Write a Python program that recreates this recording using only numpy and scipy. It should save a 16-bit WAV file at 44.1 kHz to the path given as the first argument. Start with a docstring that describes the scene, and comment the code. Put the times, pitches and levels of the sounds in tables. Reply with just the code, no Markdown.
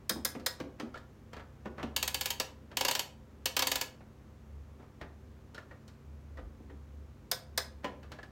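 """Winding a wall clock.

A wooden clock on a shop floor is wound with a key: right arbor, left, then right again.
Each spring's pawl snaps over its ratchet teeth. Between turns the key rattles and squeaks in its
socket, fingers rub and the wrist bumps the case. The small room rings briefly; ventilation hums."""
import sys
import numpy as np
from scipy import signal
from scipy.fft import rfft, irfft, next_fast_len
from scipy.io import wavfile
from scipy.ndimage import uniform_filter1d, map_coordinates

SR = 44100
rng = np.random.default_rng(int(sys.argv[2]) if len(sys.argv) > 2 else 0)


def wav_record(signal):
    """Record a signal, one row per channel, as 16-bit PCM in the file named by sys.argv[1]."""
    frames = np.transpose(np.atleast_2d(signal))
    bounded = np.clip(frames, -1, 1)
    # unit amplitude maps onto the largest positive 16-bit level
    quanta = np.round(bounded * 32767).astype(np.int16)
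    wavfile.write(sys.argv[1], SR, quanta)


N = 366471
HIT_SIZE = 2 ** 14
TIME_S = np.arange(N) / SR
HIT_S = np.arange(HIT_SIZE) / SR
HIT_HZ = np.fft.rfftfreq(HIT_SIZE, 1 / SR)

# Table levels are relative; each source adds its own gain.
# ventilation envelopes: (time [s], level [dB])
DRONE_ENVELOPE = [(0.0, -71), (0.23, -44.5), (0.32, -60), (1.64, -60), (2.03, -43), (2.27, -56),
                  (2.59, -50.5), (2.92, -69.5), (3.12, -55.5), (3.98, -63), (4.53, -50), (6.02, -60.5),
                  (6.06, -47), (7.1, -52), (7.36, -65), (7.5, -49.5), (8.19, -56), (8.31, -66)]
RUMBLE_ENVELOPE = [(0, -66), (4, -68), (6.2, -70), (6.45, -48.5), (6.7, -61.5), (8.3, -67)]
# ventilation hum: (frequency [Hz], level [dB])
HUM_LINES = [(99.9, -62.5), (136.2, -62.5), (219.8, -65.5), (391, -73.5), (511, -76.5)]
# pawl snaps, one per tooth: (time [s], level [dB])
RIGHT_SNAPS = [(0.093, -17), (0.248, -17.5), (0.461, -17.5), (7.313, -17.5), (7.575, -17)]
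LEFT_SNAPS = [(1.962, -16.5), (2.026, -17.5), (2.076, -19.5), (2.143, -19), (2.209, -19.5), (2.256, -19.5),
              (2.303, -19.5), (2.398, -18), (2.769, -17.5), (2.808, -17), (2.848, -16.5), (2.882, -17),
              (2.91, -18.5), (2.95, -19), (2.992, -19), (3.456, -16.5), (3.565, -15.5), (3.591, -16.5),
              (3.621, -16.5), (3.669, -16.5), (3.715, -16.5), (3.755, -18.5), (3.811, -19.5)]
# case tipping: (time [s], level [dB])
CASE_TIPS = [(0.103, -31), (0.158, -33.5), (0.356, -34.5), (0.607, -29), (0.827, -31.5), (1.836, -33.5),
             (6.391, -43.5), (6.6, -43.5), (6.705, -42.5), (7.869, -40)]
# blows on the case, key in its socket: (time [s], level [dB], hardness [dB of treble])
CASE_KNOCKS = [(0.35, -36, -3), (0.6, -34.5, 3.5), (0.798, -32.5, 6), (1.656, -33, -8), (1.828, -30, 3),
               (4.796, -46.5, -21), (6.384, -39.5, -20), (7.843, -27.5, -1)]
SOCKET_TAPS = [(0.396, -46, 10), (0.941, -40.5, 2.5), (0.955, -40.5, 0), (0.974, -47, 8), (1.331, -35.5, 4),
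               (1.365, -36, -1), (1.395, -39, -4), (1.78, -34, -6), (1.795, -34, -10.5), (2.714, -39, -2),
               (4.005, -46, -6), (4.827, -46.5, -11.5), (5.012, -33.5, 1.5), (5.545, -41, 4.5),
               (5.579, -39, 4), (5.71, -42.5, -9), (5.878, -49, 15), (6.371, -48.5, 0), (6.698, -46.5, -11),
               (8.029, -44.5, 2.5), (8.117, -36.5, 5.5), (8.186, -39.5, -1.5), (8.229, -43, 4)]
# key slipping: (time [s], level [dB], pitch [Hz])
KEY_SQUEAKS = [(0.943, -37.5, 1355), (0.968, -45, 1714), (5.546, -49, 1460), (5.577, -40.5, 1364),
               (5.579, -41, 1746), (5.709, -49, 1820), (6.372, -48.5, 1870), (6.696, -57, 1810),
               (8.187, -42.5, 1714), (8.229, -42.5, 1685)]
# noise and contact spectra: (frequency [Hz], level [dB])
AIR_SPECTRUM = [(25, -52), (53, -12.5), (76, -13.5), (110, -18.5), (165, -19.5), (240, -16.5), (360, -24),
                (520, -26), (700, -31.5), (1130, -33), (3000, -44.5), (4800, -49), (6500, -48.5),
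                (9000, -56), (15800, -56)]
RIGHT_SPECTRUM = [(150, -39.5), (330, -20.5), (500, -1), (900, -7.5), (1400, -1.5), (2100, -1),
                  (2700, -10.5), (3700, 3.5), (5000, 2), (6800, -1.5), (9600, -6.5), (10500, -16),
                  (12500, -4), (15800, -7.5)]
THUD_SPECTRUM = [(90, -28), (185, -10), (240, -0.5), (300, -6.5), (450, -11.5), (800, -20), (2000, -42.5),
                 (6000, -58.5)]
CASE_SPECTRUM = [(90, -18.5), (220, 0.5), (520, -2.5), (900, -7.5), (1800, -11.5), (3200, -12.5),
                 (6000, -21.5), (10000, -36), (15000, -36)]
RUB_SPECTRUM = [(150, -12), (500, 5), (1000, 2), (1700, -0.5), (3000, -9.5), (6000, -22), (10000, -36),
                (15800, -42)]
KEY_SPECTRUM = [(150, 2), (450, 1), (900, -3), (1600, -3.5), (2400, -10), (4500, -11), (7000, -20),
                (10000, -29.5), (15000, -31)]
LEFT_SPECTRUM = [(150, -18), (330, -12.5), (500, -6.5), (900, 0), (1400, -5), (2100, 0), (3000, 4.5),
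                 (4600, 1), (5800, 0), (7400, 0.5), (9600, -5.5), (10500, -10), (12500, -0.5), (15800, -5)]
RUMBLE_SPECTRUM = [(20, -36.5), (42, -14), (56, 4.0), (75, -6.5), (130, -29.5), (400, -70)]
# ringing modes: (frequency [Hz], level [dB], T60 [s])
RIGHT_PAWL_MODES = [(405, -19, .1), (517, -9, .09), (1010, -20, .12), (1290, -18, .07), (1530, -19, .18),
                    (1670, -14, .14), (1910, -11, .08), (2100, -12, .07), (3480, -13, .08), (3740, -13, .1),
                    (4160, -18, .14), (4860, -13, .1), (5020, -7, .07), (5085, -9, .13), (5140, -10, .18),
                    (5215, -9, .14), (6130, -17, .08), (9150, -11, .05), (9790, -14, .06),
                    (13900, -15, .06)]
WOOD_MODES = [(228, -11, .15), (250, -14, .12), (284, -8, .16), (385, -15, .1), (410, -11, .1),
              (518, -4, .09)]
SOCKET_MODES = [(500, -5.5, .08), (1408, -22, 0.029), (1700, -12, 0.023)]
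LEFT_PAWL_MODES = [(278, -21, .13), (400, -19, .08), (519, -14, .1), (940, -14, .08), (1008, -17, .12),
                   (1697, -12, .08), (2200, -12.5, .07), (2530, -16, .1), (2780, -11, .08), (2900, -3, .02),
                   (3026, -10, .08), (3150, -6.5, .025), (3530, -16, .07), (3740, -17, .1),
                   (4395, -12, .07), (4496, -15, .09), (4620, -1, .02), (4676, -11, .07), (5250, -9, .03)]
# room decay: (frequency [Hz], T60 [s])
ROOM_DECAY = [(150, 0.51), (500, 0.51), (1500, 0.35), (4500, 0.27), (9000, 0.25), (15000, 0.19)]


def amp(db):
    """Decibels to gain."""
    return 10 ** (np.asarray(db) / 20)


def unit(x):
    """Scale to rms 1."""
    return x / np.sqrt(np.mean(x ** 2) + 1e-20)


def along(points, hz):
    """Interpolate (frequency [Hz], value) points on a log axis."""
    knots_hz, values = np.transpose(points)
    return np.interp(np.log(hz + 1), np.log(knots_hz), values)


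def wobble(rate_hz, size=N):
    """Smooth random curve, rate_hz knots per second."""
    knots = rng.standard_normal(int(size * rate_hz / SR) + 4)
    return map_coordinates(knots, [TIME_S[:size] * rate_hz])


def filtered(x, gain):
    """Zero-phase filter with response gain(hz)."""
    size = next_fast_len(N + HIT_SIZE)
    return irfft(rfft(x, size) * gain(np.fft.rfftfreq(size, 1 / SR)), size)[:N]


def noise(spectrum):
    """Steady shaped noise, rms 1."""
    return unit(filtered(rng.standard_normal(N), lambda hz: amp(along(spectrum, hz))))


def minimum_phase(db):
    """Causal response with these levels on HIT_HZ."""
    cepstrum = irfft(np.log(amp(db)))
    cepstrum[1:HIT_SIZE // 2] *= 2
    cepstrum[HIT_SIZE // 2 + 1:] = 0
    return np.exp(rfft(cepstrum))


def add(track, start_s, sound):
    """Mix a sound into the track."""
    part = track[max(round(start_s * SR), 0):][:len(sound)]
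    part += sound[:len(part)]


def in_room(hit, wet_db):
    """Hit plus room tail; treble dies first."""
    hz, time_s, bins = signal.stft(rng.standard_normal(HIT_SIZE), SR, nperseg=256)
    decay = amp(-60 * time_s / along(ROOM_DECAY, hz)[:, None])
    tail = signal.istft(bins * decay, SR, nperseg=256)[1]
    tail *= 1 - np.exp(-(HIT_S / 0.0044) ** 2)
    return hit + amp(wet_db) * signal.fftconvolve(hit, tail / np.linalg.norm(tail))[:HIT_SIZE]


def strike(response_db, chatter, rise_s, t60_s, edge_t60_s, lag_s):
    """One contact: decaying chatter, shortest in the treble; loudest 5 ms at rms 1."""
    attack = 1 - np.exp(-(HIT_S / rise_s) ** 2)
    body, edge = (rfft(chatter * attack * amp(-60 * HIT_S / decay_s)) / np.sqrt(decay_s)
                  for decay_s in (t60_s, edge_t60_s))
    treble = along([(1500, 0), (11000, 1)], HIT_HZ)
    # bending waves are slower in the bass; lag_s is their delay at 1 kHz
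    bending = np.exp(-4j * np.pi * lag_s * np.sqrt(1000 * HIT_HZ))
    hit = irfft(((1 - treble) * body + treble * edge) * minimum_phase(response_db) * bending)
    return hit / np.sqrt(uniform_filter1d(hit ** 2, size=220).max())


def ring(modes, tilt, rise_s):
    """Modes as decaying sines, varied per blow; low ones build up slower (rise_s at 1 kHz)."""
    total = np.zeros(HIT_SIZE)
    for hz, db, t60_s in modes:
        age_s = HIT_S[HIT_S < t60_s]
        swell = 1 - np.exp(-(age_s / rise_s) ** 2 * hz / 1000)
        level_db = db + along(tilt, hz) + rng.normal(0, 0.84) - 60 * age_s / t60_s
        total[:len(age_s)] += amp(level_db) * swell * np.sin(2 * np.pi * (hz * age_s + rng.random()))
    return total


def contacts(blows, spectrum, modes, tilt_hz, body_db, edge_db, scatter_db, thinning,
             ring_db, repeat_share, wet_db, **timing):
    """Repeated blows on one object; harder ones have more edge and a thinner body."""
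    track = np.zeros(N)
    # the same parts meet each time, so some chatter repeats
    repeated = np.sqrt(repeat_share) * rng.standard_normal(HIT_SIZE)
    for start_s, db, *hardness_db in blows:
        hard_db = (hardness_db[0] if hardness_db else 0) + scatter_db * rng.standard_normal()
        chatter = repeated + np.sqrt(1 - repeat_share) * rng.standard_normal(HIT_SIZE)
        tilt = list(zip(tilt_hz, [body_db - thinning * hard_db, 0, 0, edge_db + hard_db]))
        snap = strike(along(spectrum, HIT_HZ) + along(tilt, HIT_HZ), chatter, **timing)
        ringing = amp(ring_db) * ring(modes, tilt, rise_s=0.0026)
        add(track, start_s, amp(db) * in_room(snap + ringing, wet_db))
    return track


def ventilation():
    """Air noise, fluttering deep drone, hum lines and a low rumble that swells once."""
    def tone(hz, waver_rad):
        return np.sqrt(2) * np.sin(2 * np.pi * hz * TIME_S + waver_rad * wobble(5.2))

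    drone_db = np.interp(TIME_S, *np.transpose(DRONE_ENVELOPE)) + 3.5 * wobble(rate_hz=9)
    drone = amp(drone_db - 1.5) * tone(hz=72.4, waver_rad=0.71)
    hum = sum(amp(db + 1.1 * wobble(3.01)) * tone(hz, waver_rad=0.44) for hz, db in HUM_LINES)
    rumble = amp(np.interp(TIME_S, *np.transpose(RUMBLE_ENVELOPE))) * noise(RUMBLE_SPECTRUM)
    return amp(-58) * noise(AIR_SPECTRUM) + drone + hum + rumble


def right_pawl():
    """Slow single clicks; the steel pawl rings on near 5 kHz."""
    return amp(-8) * contacts(
        RIGHT_SNAPS, RIGHT_SPECTRUM, RIGHT_PAWL_MODES, tilt_hz=(900, 2000, 6000, 10000),
        body_db=2.2, edge_db=5.5, scatter_db=2.04, thinning=0.3,
        ring_db=-3.5, repeat_share=0.26, wet_db=-9.5,
        rise_s=0.0024, t60_s=0.077, edge_t60_s=0.021, lag_s=0.001152)


def case_thuds(settle_s=0.035, settle_loss_db=12.5):
    """The case tips under the hands with a low thud, then settles back more softly."""
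    track = np.zeros(N)
    settles = [(start_s + settle_s, db - settle_loss_db) for start_s, db in CASE_TIPS]
    for start_s, db in CASE_TIPS + settles:
        thud = strike(along(THUD_SPECTRUM, HIT_HZ), rng.standard_normal(HIT_SIZE),
                      rise_s=0.0011, t60_s=0.1, edge_t60_s=0.04, lag_s=0.001017)
        thud += amp(11) * ring(WOOD_MODES, THUD_SPECTRUM, rise_s=0.0037)
        add(track, start_s, amp(db - 7.5) * in_room(thud, wet_db=-7))
    return track


def case_knocks():
    """The wrist bumps the hollow wooden case; its low modes ring."""
    return amp(-6.5) * contacts(
        CASE_KNOCKS, CASE_SPECTRUM, WOOD_MODES, tilt_hz=(350, 600, 1300, 3500),
        body_db=-0.2, edge_db=-8, scatter_db=1.4, thinning=0.16,
        ring_db=5, repeat_share=0.05, wet_db=-6.5,
        rise_s=0.00081, t60_s=0.077, edge_t60_s=0.048, lag_s=0.00044)


def dial_rubs(lag_s=0.011, half_width_s=0.016, gain_db=-19):
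    """Fingers and key slide on the dial at each tap or knock: tiny slips under a pressure swell."""
    pressure = sum(amp(db + gain_db) * np.exp(-((TIME_S - start_s - lag_s) / half_width_s) ** 2)
                   for start_s, db, _ in SOCKET_TAPS + CASE_KNOCKS)
    slips = noise(RUB_SPECTRUM) * amp(1.9 * wobble(rate_hz=350))
    return pressure * unit(slips)


def key_taps():
    """The loose key taps the arbor as the grip changes."""
    return amp(-8) * contacts(
        SOCKET_TAPS, KEY_SPECTRUM, SOCKET_MODES, tilt_hz=(700, 1300, 2180, 5020),
        body_db=-0.5, edge_db=-7, scatter_db=2.3, thinning=0.31,
        ring_db=-7.5, repeat_share=0.28, wet_db=-7.5,
        rise_s=0.00072, t60_s=0.12, edge_t60_s=0.05, lag_s=0.000594)


def key_squeaks(peak_s=0.0038, glide_share=0.023):
    """Brass sticks and slips: short, unsteady, slightly rising tones."""
    track = np.zeros(N)
    age = HIT_S / peak_s
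    swell = age * np.exp(1 - age)
    for start_s, db, hz in KEY_SQUEAKS:
        pitch_hz = hz * (1 + glide_share * np.tanh(age / 4) + 0.031 * wobble(380, size=HIT_SIZE))
        squeak = swell * np.sin(2 * np.pi * np.cumsum(pitch_hz) / SR)
        add(track, start_s, amp(db - 1.5) * in_room(squeak, wet_db=-10))
    return track


def left_pawl(dulling_db_per_db=0.74, hurry_db=4.5, hurry_gap_s=0.027):
    """Three quick runs of drier clicks near 3 and 4.6 kHz; strong or hurried ones sound fuller."""
    start_s, db = np.transpose(LEFT_SNAPS)
    # a stronger snap shakes more of the movement
    hardness_db = -dulling_db_per_db * (db - db.mean())
    hardness_db -= hurry_db * np.exp(-np.diff(start_s, prepend=0) / hurry_gap_s)
    return amp(-9) * contacts(
        zip(start_s, db, hardness_db), LEFT_SPECTRUM, LEFT_PAWL_MODES, tilt_hz=(900, 2000, 6000, 10000),
        body_db=1.74, edge_db=-0.5, scatter_db=0.7, thinning=2.0,
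        ring_db=-1, repeat_share=0.43, wet_db=-8.5,
        rise_s=0.0012, t60_s=0.069, edge_t60_s=0.034, lag_s=0.00141)


def scene():
    """Mono mix of all sources."""
    pawls = right_pawl() + left_pawl()
    handling = key_taps() + key_squeaks() + dial_rubs() + case_knocks() + case_thuds()
    return (pawls + handling + ventilation())[None]


def record(dry):
    """Steep low-pass."""
    cutoff_hz = 15900
    return np.array([filtered(channel, lambda hz: 1 / np.sqrt(1 + (hz / cutoff_hz) ** 200))
                     for channel in dry])


dry = scene()
out = record(dry)
wav_record(out)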